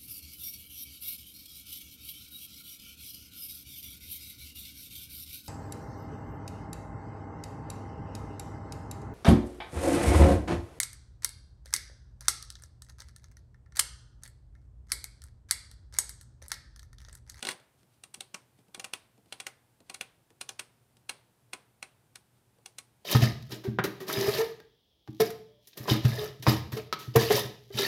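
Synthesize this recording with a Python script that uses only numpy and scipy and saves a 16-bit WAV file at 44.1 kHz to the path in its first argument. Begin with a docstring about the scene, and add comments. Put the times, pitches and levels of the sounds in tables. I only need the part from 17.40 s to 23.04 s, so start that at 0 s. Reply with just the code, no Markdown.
"""Detent dial in a small kitchen

A hand turns the detent dial of a countertop kitchen appliance in short runs, heard close by. At each notch a
spring scrapes up a tooth, snaps down and chatters, an impulsive force that excites modes of a plastic housing.
Noise bursts make the soft knocks and ticks of the gripping fingers, and grainy noise the rub of the dial.
Echoes off the counter and diffuse decays of the kitchen answer, over faint mains hum and filtered hiss."""
import sys
import numpy as np
from scipy import signal
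from scipy.fft import rfft, irfft, next_fast_len
from scipy.io import wavfile

SR = 44100
rng = np.random.default_rng(int(sys.argv[2]) if len(sys.argv) > 2 else 0)


def generate_wav(signal):
    """Clip the signal to [-1, 1] and save it as 16-bit WAV at the path in sys.argv[1]."""
    frames = np.transpose(np.atleast_2d(signal))
    scaled = np.clip(frames, -1, 1) * 32767
    pcm = np.round(scaled).astype(np.int16)
    wavfile.write(sys.argv[1], SR, pcm)


N = 248944

# notches of the dial: (snap time [s], strength [dB], brightness [dB per octave], chatter time [s],
# tooth pitch [Hz], tooth ring before the strength is applied [dB])
NOTCHES = [(0.0272, -41, -0.5, .0026, 3520, -8), (0.051, -42.5, -1, 0.0041, 3620, -2),
           (0.0699, -40.5, -1, 0.0058, 4060, 0), (0.0882, -37, 0.1, 0.0025, 2000, -1.5),
           (0.1103, -47.5, 1, .0042, 4920, -12), (0.6375, -53, .5, .0033, 8400, -3),
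           (.7425, -50, 2, 0.0044, 8140, -3), (0.807, -46.5, 1.5, .0034, 3640, 1),
           (.9443, -43, -1.45, 0.004, 5760, -5.5), (1.3465, -47.5, 0, .004, 3700, -4.5),
           (1.397, -45, 0, .0054, 6950, -10), (1.4434, -43.5, 0, 0.0048, 2780, -6),
           (1.5362, -40, .5, .0017, 2650, -2), (1.925, -45.5, 0, 0.004, 3080, 0),
           (2.0014, -45, 0.5, 0.0041, 2380, -3.5), (2.0673, -42, -0.3, .0043, 2100, -2.5),
           (2.4981, -46.5, -.5, 0.0039, 2210, -9.5), (2.5438, -47, 1.5, 0.0045, 4130, -16),
           (2.611, -42.5, 0.2, .0038, 2660, 0.5), (3.0117, -42.5, 1, 0.0051, 2390, -6.5),
           (3.0913, -44, 0, .0033, 6120, -1), (3.1942, -41.5, .5, 0.0045, 2510, -1.5),
           (3.6938, -38.5, 0, 0.0046, 2770, -5.5), (4.133, -41.5, -1.2, 0.0048, 2470, -3),
           (4.4276, -45.5, -0.4, .0018, 2440, 0.5), (4.757, -52, 1, .0022, 8240, -4),
           (5.2599, -50.5, 1, 0.0031, 5850, -3.5), (5.385, -47.5, 2, 0.0048, 8170, -14)]
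# lower edges of the thud, body, snap, bite and top ranges: (frequency [Hz])
RANGE_EDGES = (165, 600, 1800, 3500, 7000)
# modes of the housing: (nominal frequency [Hz], relative level [dB], decay time t60 [s])
HOUSING_MODES = [(260.5, -13.5, 0.079), (375.6, -8.5, 0.13), (520.4, -11, 0.051), (770, -1.5, 0.069),
                 (1005, -11.5, 0.13), (1114.5, -5, 0.092), (1295, -7.5, .08), (1455, -1.5, 0.053),
                 (1730, -9.5, 0.053), (1970, -7, 0.068), (2210, -2.5, 0.068), (2420, 0.5, 0.042),
                 (2773, 5, 0.026), (3370, -1, 0.046), (4143, -2, 0.03), (5910, -6, 0.027), (6690, -3, .016),
                 (8320, 5.5, 0.014), (9350, -2, 0.011)]
# spectrum of the dense ring of the small plastic parts: (frequency [Hz], relative level [dB])
PLASTIC_SPECTRUM = [(150, -7), (300, -9.5), (900, -5), (2600, 1.5), (4200, -2), (5100, -4), (6100, -4),
                    (7500, -8), (8300, -1), (10000, 2), (11700, -13), (14500, -11), (16000, -40.5)]
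# fingers taking a new grip: (time [s], knock level [dB], knock pitch [Hz], tick level [dB])
GRIPS = [(0.035, -50.5, 260, -68), (0.199, -75, 250, -67.5), (0.431, -71, 170, -73.5),
         (0.771, -60.5, 150, -78), (1.187, -64, 240, -77.5), (1.283, -67, 250, -75),
         (1.377, -55.5, 320, -69), (1.778, -63, 250, -75.5), (1.859, -70, 250, -75),
         (2.404, -62, 199, -67.5), (2.904, -65.5, 342, -67.5), (3.569, -70, 250, -68),
         (5.186, -69, 276, -79)]
# spectrum of a fingertip's knock at average pitch: (frequency [Hz], relative level [dB])
KNOCK_SPECTRUM = [(80, -24), (180, -1.5), (350, -7), (550, -10), (900, -17), (2000, -53), (8000, -51)]
# spectrum of the tick of the dial's play, also of its rubbing: (frequency [Hz], relative level [dB])
TICK_SPECTRUM = [(300, -26), (800, 0.5), (2600, 2.5), (4500, 1.5), (7000, -4.5), (9000, 1), (12000, -13.5),
                 (16000, -16)]
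# bands of the kitchen's answer: (centre frequency [Hz], relative level [dB], tail decay time t60 [s])
KITCHEN_BANDS = [(108.7, -21, .4), (197, -3.5, 0.37), (503, -2.5, 0.45), (1070, -7, 0.52),
                 (1680, -10.5, 0.53), (2630, -14.5, 0.5), (4185, -12, 0.37), (5300, -10.5, 0.3),
                 (7700, -11, 0.14), (8400, -9.5, 0.29), (10300, -15.5, 0.3), (11530, -14.5, 0.26),
                 (14800, -11, 0.27)]
# spectrum of the room air and hiss: (frequency [Hz], relative level [dB])
AIR_SPECTRUM = [(15, -69), (25, -20), (129, 1.5), (173, -6.5), (378, -10.5), (445, -12), (582, -14),
                (848, -14.5), (919, -15), (1140, -19), (1530, -19.5), (1800, -22), (6920, -28), (8810, -24),
                (15500, -29)]
# partials of the mains hum: (frequency [Hz], mean peak level [dB])
HUM_PARTIALS = [(60, -99), (119.9, -72.5), (240, -101.5)]
# swells of grainy noise: a short one that opens the scene (first row), then the dial and skin on its rim
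# sliding, # loudest in the first fast spin: (start time [s], length [s], rms level at the crest of the swell
# [dB])
RUBS = [(0.0, 0.02, -56), (0.043, 0.11, -41), (0.364, 0.073, -75), (0.48, 0.13, -77), (1.156, 0.081, -74),
        (1.843, 0.22, -68), (2.44, 0.081, -74), (4.928, 0.089, -79.5), (5.584, 0.081, -78.5)]
# colour of the echoes off the counter: (frequency [Hz], relative level [dB])
COUNTER_SPECTRUM = [(150, 4), (400, -0.5), (1100, 1), (2500, 0.5), (4300, -7.5), (7000, -10), (9000, 1),
                    (14000, -1)]
# tone shared by all clicks, as thud, body, snap, bite and top: (centre frequency [Hz], relative level [dB])
CLICK_TONE = [(380, -16.5), (1040, -8), (2500, -5.5), (5000, -4), (10000, -4.5)]

AIR_DB = -69.5  # rms
TOP_HZ = 15400
CLICK_SIZE, LEAD_SIZE = 4096, 512  # samples in a click, and those before its snap
PIVOT_HZ = 2460  # a harder, brighter snap tilts the tone about this frequency
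THUD_DB_PER_SPEED = 0.1249  # a faster spin knocks the housing harder: dB per notch a second
KNOCK_HZ = 250  # average knock pitch; a firmer touch shifts its whole spectrum up


def undb(db):
    """Logarithmic level: decibels become an amplitude ratio."""
    return 10 ** (np.asarray(db) / 20)


def fade(t, t60):
    """Exponential damping: the level falls 60 dB in t60 seconds."""
    return np.exp(-np.log(1000) * t / t60)


def level(x, db):
    """Energy equivalence: a short sound gets the energy of 20 ms at the given rms level."""
    rms_over_20_ms = np.sqrt(np.sum(x ** 2) / (.02 * SR))
    return x * undb(db) / rms_over_20_ms


def along(points, size, column=1):
    """Logarithmic frequency scale: a table column is interpolated at the bins of a transform."""
    table = np.array(points, float)
    hz = np.maximum(np.fft.rfftfreq(size, 1 / SR), 1)
    return np.interp(np.log(hz), np.log(table[:, 0]), table[:, column])


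def colour(x, points):
    """Minimum phase: folding the cepstrum makes a causal filter of the given (Hz, dB) spectrum."""
    size = 2 * next_fast_len(len(x))
    log_gain = np.log(undb(along(points, size)))
    cepstrum = irfft(log_gain)
    cepstrum[1:size // 2] *= 2
    cepstrum[size // 2 + 1:] = 0
    response = np.exp(rfft(cepstrum))
    return irfft(rfft(x, size) * response)[:len(x)]


def split(x, edges_hz, order=4):
    """Band division: differences of zero-phase low-passes give the ranges above each edge."""
    lows = []
    for hz in edges_hz:
        low_pass = signal.butter(order, hz, fs=SR, output="sos")
        lows.append(signal.sosfiltfilt(low_pass, x, padtype=None))
    return np.diff(lows + [x], axis=0)


def diffuse(x, decay):
    """Incoherent superposition: many paths of unrelated phase make noise of x's energy, smeared over the decay."""
    energy = signal.fftconvolve(x ** 2, decay ** 2 / np.sum(decay ** 2))[:len(x)]
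    return np.sqrt(np.maximum(energy, 0)) * rng.standard_normal(len(x))


def add(out, x, start):
    """Linear superposition: a sound is summed in from the given sample on."""
    start = max(start, 0)
    out[start:start + len(x)] += x[:N - start]


def background(waver_db=0.6):
    """Stationary noise and periodic hum: filtered room air and hiss, with mains partials that waver slightly."""
    t = np.arange(N) / SR
    air = colour(rng.standard_normal(N), AIR_SPECTRUM)
    knots = np.linspace(0, t[-1], 24)
    waver = np.interp(t, knots, rng.standard_normal(len(knots)))
    hum = sum(undb(db) * np.sin(2 * np.pi * (hz * t + rng.random())) for hz, db in HUM_PARTIALS)
    return air / air.std() * undb(AIR_DB) + hum * undb(waver_db * waver)


def rubbing(grain_db=3.5, grain_size=64):
    """Stick-slip friction: sliding surfaces catch and slip, noise of stepwise random level that swells and dies."""
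    swells = np.zeros(N)
    for s, length_s, db in RUBS:
        add(swells, undb(db) * np.hanning(int(length_s * SR)), int(s * SR))
    grain_levels_db = grain_db * rng.standard_normal(N // grain_size + 1)
    catches = np.repeat(undb(grain_levels_db), grain_size)[:N]
    friction = colour(catches * rng.standard_normal(N), TICK_SPECTRUM)
    return swells * friction / friction.std()


def spring(chatter_s, bounce_db=-5.5, slide_db=-6.5, slide_s=0.0017, count=5):
    """Impulsive excitation: the detent spring's swelling scrape up the tooth, its snap, then a few uneven bounces."""
    t = (np.arange(CLICK_SIZE) - LEAD_SIZE) / SR
    scrape = rng.standard_normal(CLICK_SIZE) * (t < 0) * np.exp(-abs(t) / slide_s)
    force = undb(slide_db) * scrape / np.linalg.norm(scrape)
    force[LEAD_SIZE] += 1  # the snap
    when, size = rng.random((count, 2)).T
    delays_s = (np.arange(count) + when) / count * chatter_s
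    bounces = LEAD_SIZE + (delays_s * SR).astype(int)
    force[bounces] += undb(bounce_db) * (.5 + size) * rng.choice([-1, 1], count)
    return force


def housing(force, modes_db=-1.0, ring_t60=.014, detune=0.0026):
    """Modal superposition: the force excites modes, a little different at each notch, and a dense short ring."""
    t = np.arange(CLICK_SIZE) / SR
    hz, db, t60 = np.transpose(HOUSING_MODES)[:, :, None]
    shift, sign = rng.standard_normal((len(HOUSING_MODES), 2)).T[:, :, None]
    # dividing by the root of t60 gives long and short modes comparable energy
    strength = undb(db) / np.sqrt(t60) * np.sign(sign)
    modes = strength * fade(t, t60) * np.sin(2 * np.pi * hz * (1 + detune * shift) * t)
    body = signal.fftconvolve(force, modes.sum(0))[:CLICK_SIZE]
    ring = colour(diffuse(force, fade(t, ring_t60)), PLASTIC_SPECTRUM)
    return level(body, modes_db) + level(ring, 0)


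def tooth(hz, ring_t60=0.0097):
    """Damped free vibration: the struck tooth rings briefly at its own pitch."""
    t = np.maximum(np.arange(CLICK_SIZE) - LEAD_SIZE, 0) / SR
    return np.sin(2 * np.pi * hz * t) * fade(t, ring_t60)


def spin_speed():
    """Rate as inverse interval: notches a second, from the time to the nearest other notch."""
    gaps = np.diff(np.transpose(NOTCHES)[0], prepend=-np.inf, append=np.inf)
    return 1 / np.minimum(gaps[:-1], gaps[1:])


def voiced(click, brightness_db, speed):
    """Spectral tilt: a harder snap is brighter about the pivot, and a faster spin has more thud."""
    hz, db = np.transpose(CLICK_TONE)
    db = db + brightness_db * np.log2(hz / PIVOT_HZ)
    db[0] += THUD_DB_PER_SPEED * speed
    parts = split(click, RANGE_EDGES)
    return sum(level(part, part_db) for part, part_db in zip(parts, db))


def dial():
    """Source and resonator: at every notch the spring drives the housing, and the tooth adds its own pitch."""
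    out = np.zeros(N)
    for notch, speed in zip(NOTCHES, spin_speed()):
        s, strength_db, brightness_db, chatter_s, pitch_hz, ring_db = notch
        click = voiced(housing(spring(chatter_s)), brightness_db, speed)
        click = click + level(tooth(pitch_hz), ring_db)
        add(out, undb(strength_db) * click, int(s * SR) - LEAD_SIZE)
    return out


def fingers(knock_t60=0.087, tick_t60=0.021):
    """Damped impact: a soft fingertip gives a dull noise burst, and the dial's play a shorter, brighter tick."""
    out, t = np.zeros(N), np.arange(CLICK_SIZE) / SR
    for s, knock_db, knock_hz, tick_db in GRIPS:
        spectrum = [(hz * knock_hz / KNOCK_HZ, db) for hz, db in KNOCK_SPECTRUM]
        knock = colour(rng.standard_normal(CLICK_SIZE) * fade(t, knock_t60), spectrum)
        tick = colour(rng.standard_normal(CLICK_SIZE) * fade(t, tick_t60), TICK_SPECTRUM)
        add(out, level(knock, knock_db) + level(tick, tick_db), int(s * SR))
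    return out


def kitchen(x, first_s=0.008, near_t60=0.062, near_db=-0.5, far_db=-1.5):
    """Diffuse reverberation: cupboard reflections and the room's tail decay at a rate set by the band."""
    size = next_fast_len(N, True)
    t = np.arange(SR // 2) / SR
    arrival = np.clip(2 * t / first_s - 1, 0, 1)  # rises from half of first_s to full at first_s
    centres = np.transpose(KITCHEN_BANDS)[0]
    spectrum, out = rfft(x, size), 0
    for k, (_, db, t60) in enumerate(KITCHEN_BANDS):
        near, far = arrival * fade(t, near_t60), arrival * fade(t, t60)
        near = undb(near_db) * near / np.linalg.norm(near)
        far = undb(far_db) * far / np.linalg.norm(far)
        decay = np.hypot(near, far)
        # each band gives back the energy that the sound put into it
        band_energy = along(list(zip(centres, np.arange(len(centres)) == k)), size)
        band = np.sqrt(band_energy)
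        echo = diffuse(irfft(spectrum * band, size), decay)
        out = out + undb(db) * rfft(echo) * band / np.sqrt(np.mean(band ** 2))
    return irfft(out, size)[:N]


def counter(x, first_s=0.0068, echo_t60=0.13, echo_db=-14):
    """Multiple reflection: fixed echoes between stone top, housing and wall behind leave a faint hollow ring."""
    t = np.arange(2 * CLICK_SIZE) / SR
    echoes = rng.standard_normal(len(t)) * fade(t, echo_t60) * (t > first_s)
    echoes = undb(echo_db) * echoes / np.linalg.norm(echoes)
    return signal.fftconvolve(x, colour(echoes, COUNTER_SPECTRUM))[:N]


def scene(room_db=-2.5):
    """Superposition of paths: dial and fingers direct, off the counter and through the kitchen, over the background."""
    near = dial() + fingers() + rubbing()
    return (near + counter(near) + undb(room_db) * kitchen(near) + background())[None]


def record(dry):
    """Band limitation: a steep elliptic low-pass cuts the top."""
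    low_pass = signal.ellip(8, .2, 70, TOP_HZ, fs=SR, output="sos")  # 0.2 dB ripple, 70 dB stop band
    return signal.sosfilt(low_pass, dry)


dry = scene()
out = record(dry)
generate_wav(out)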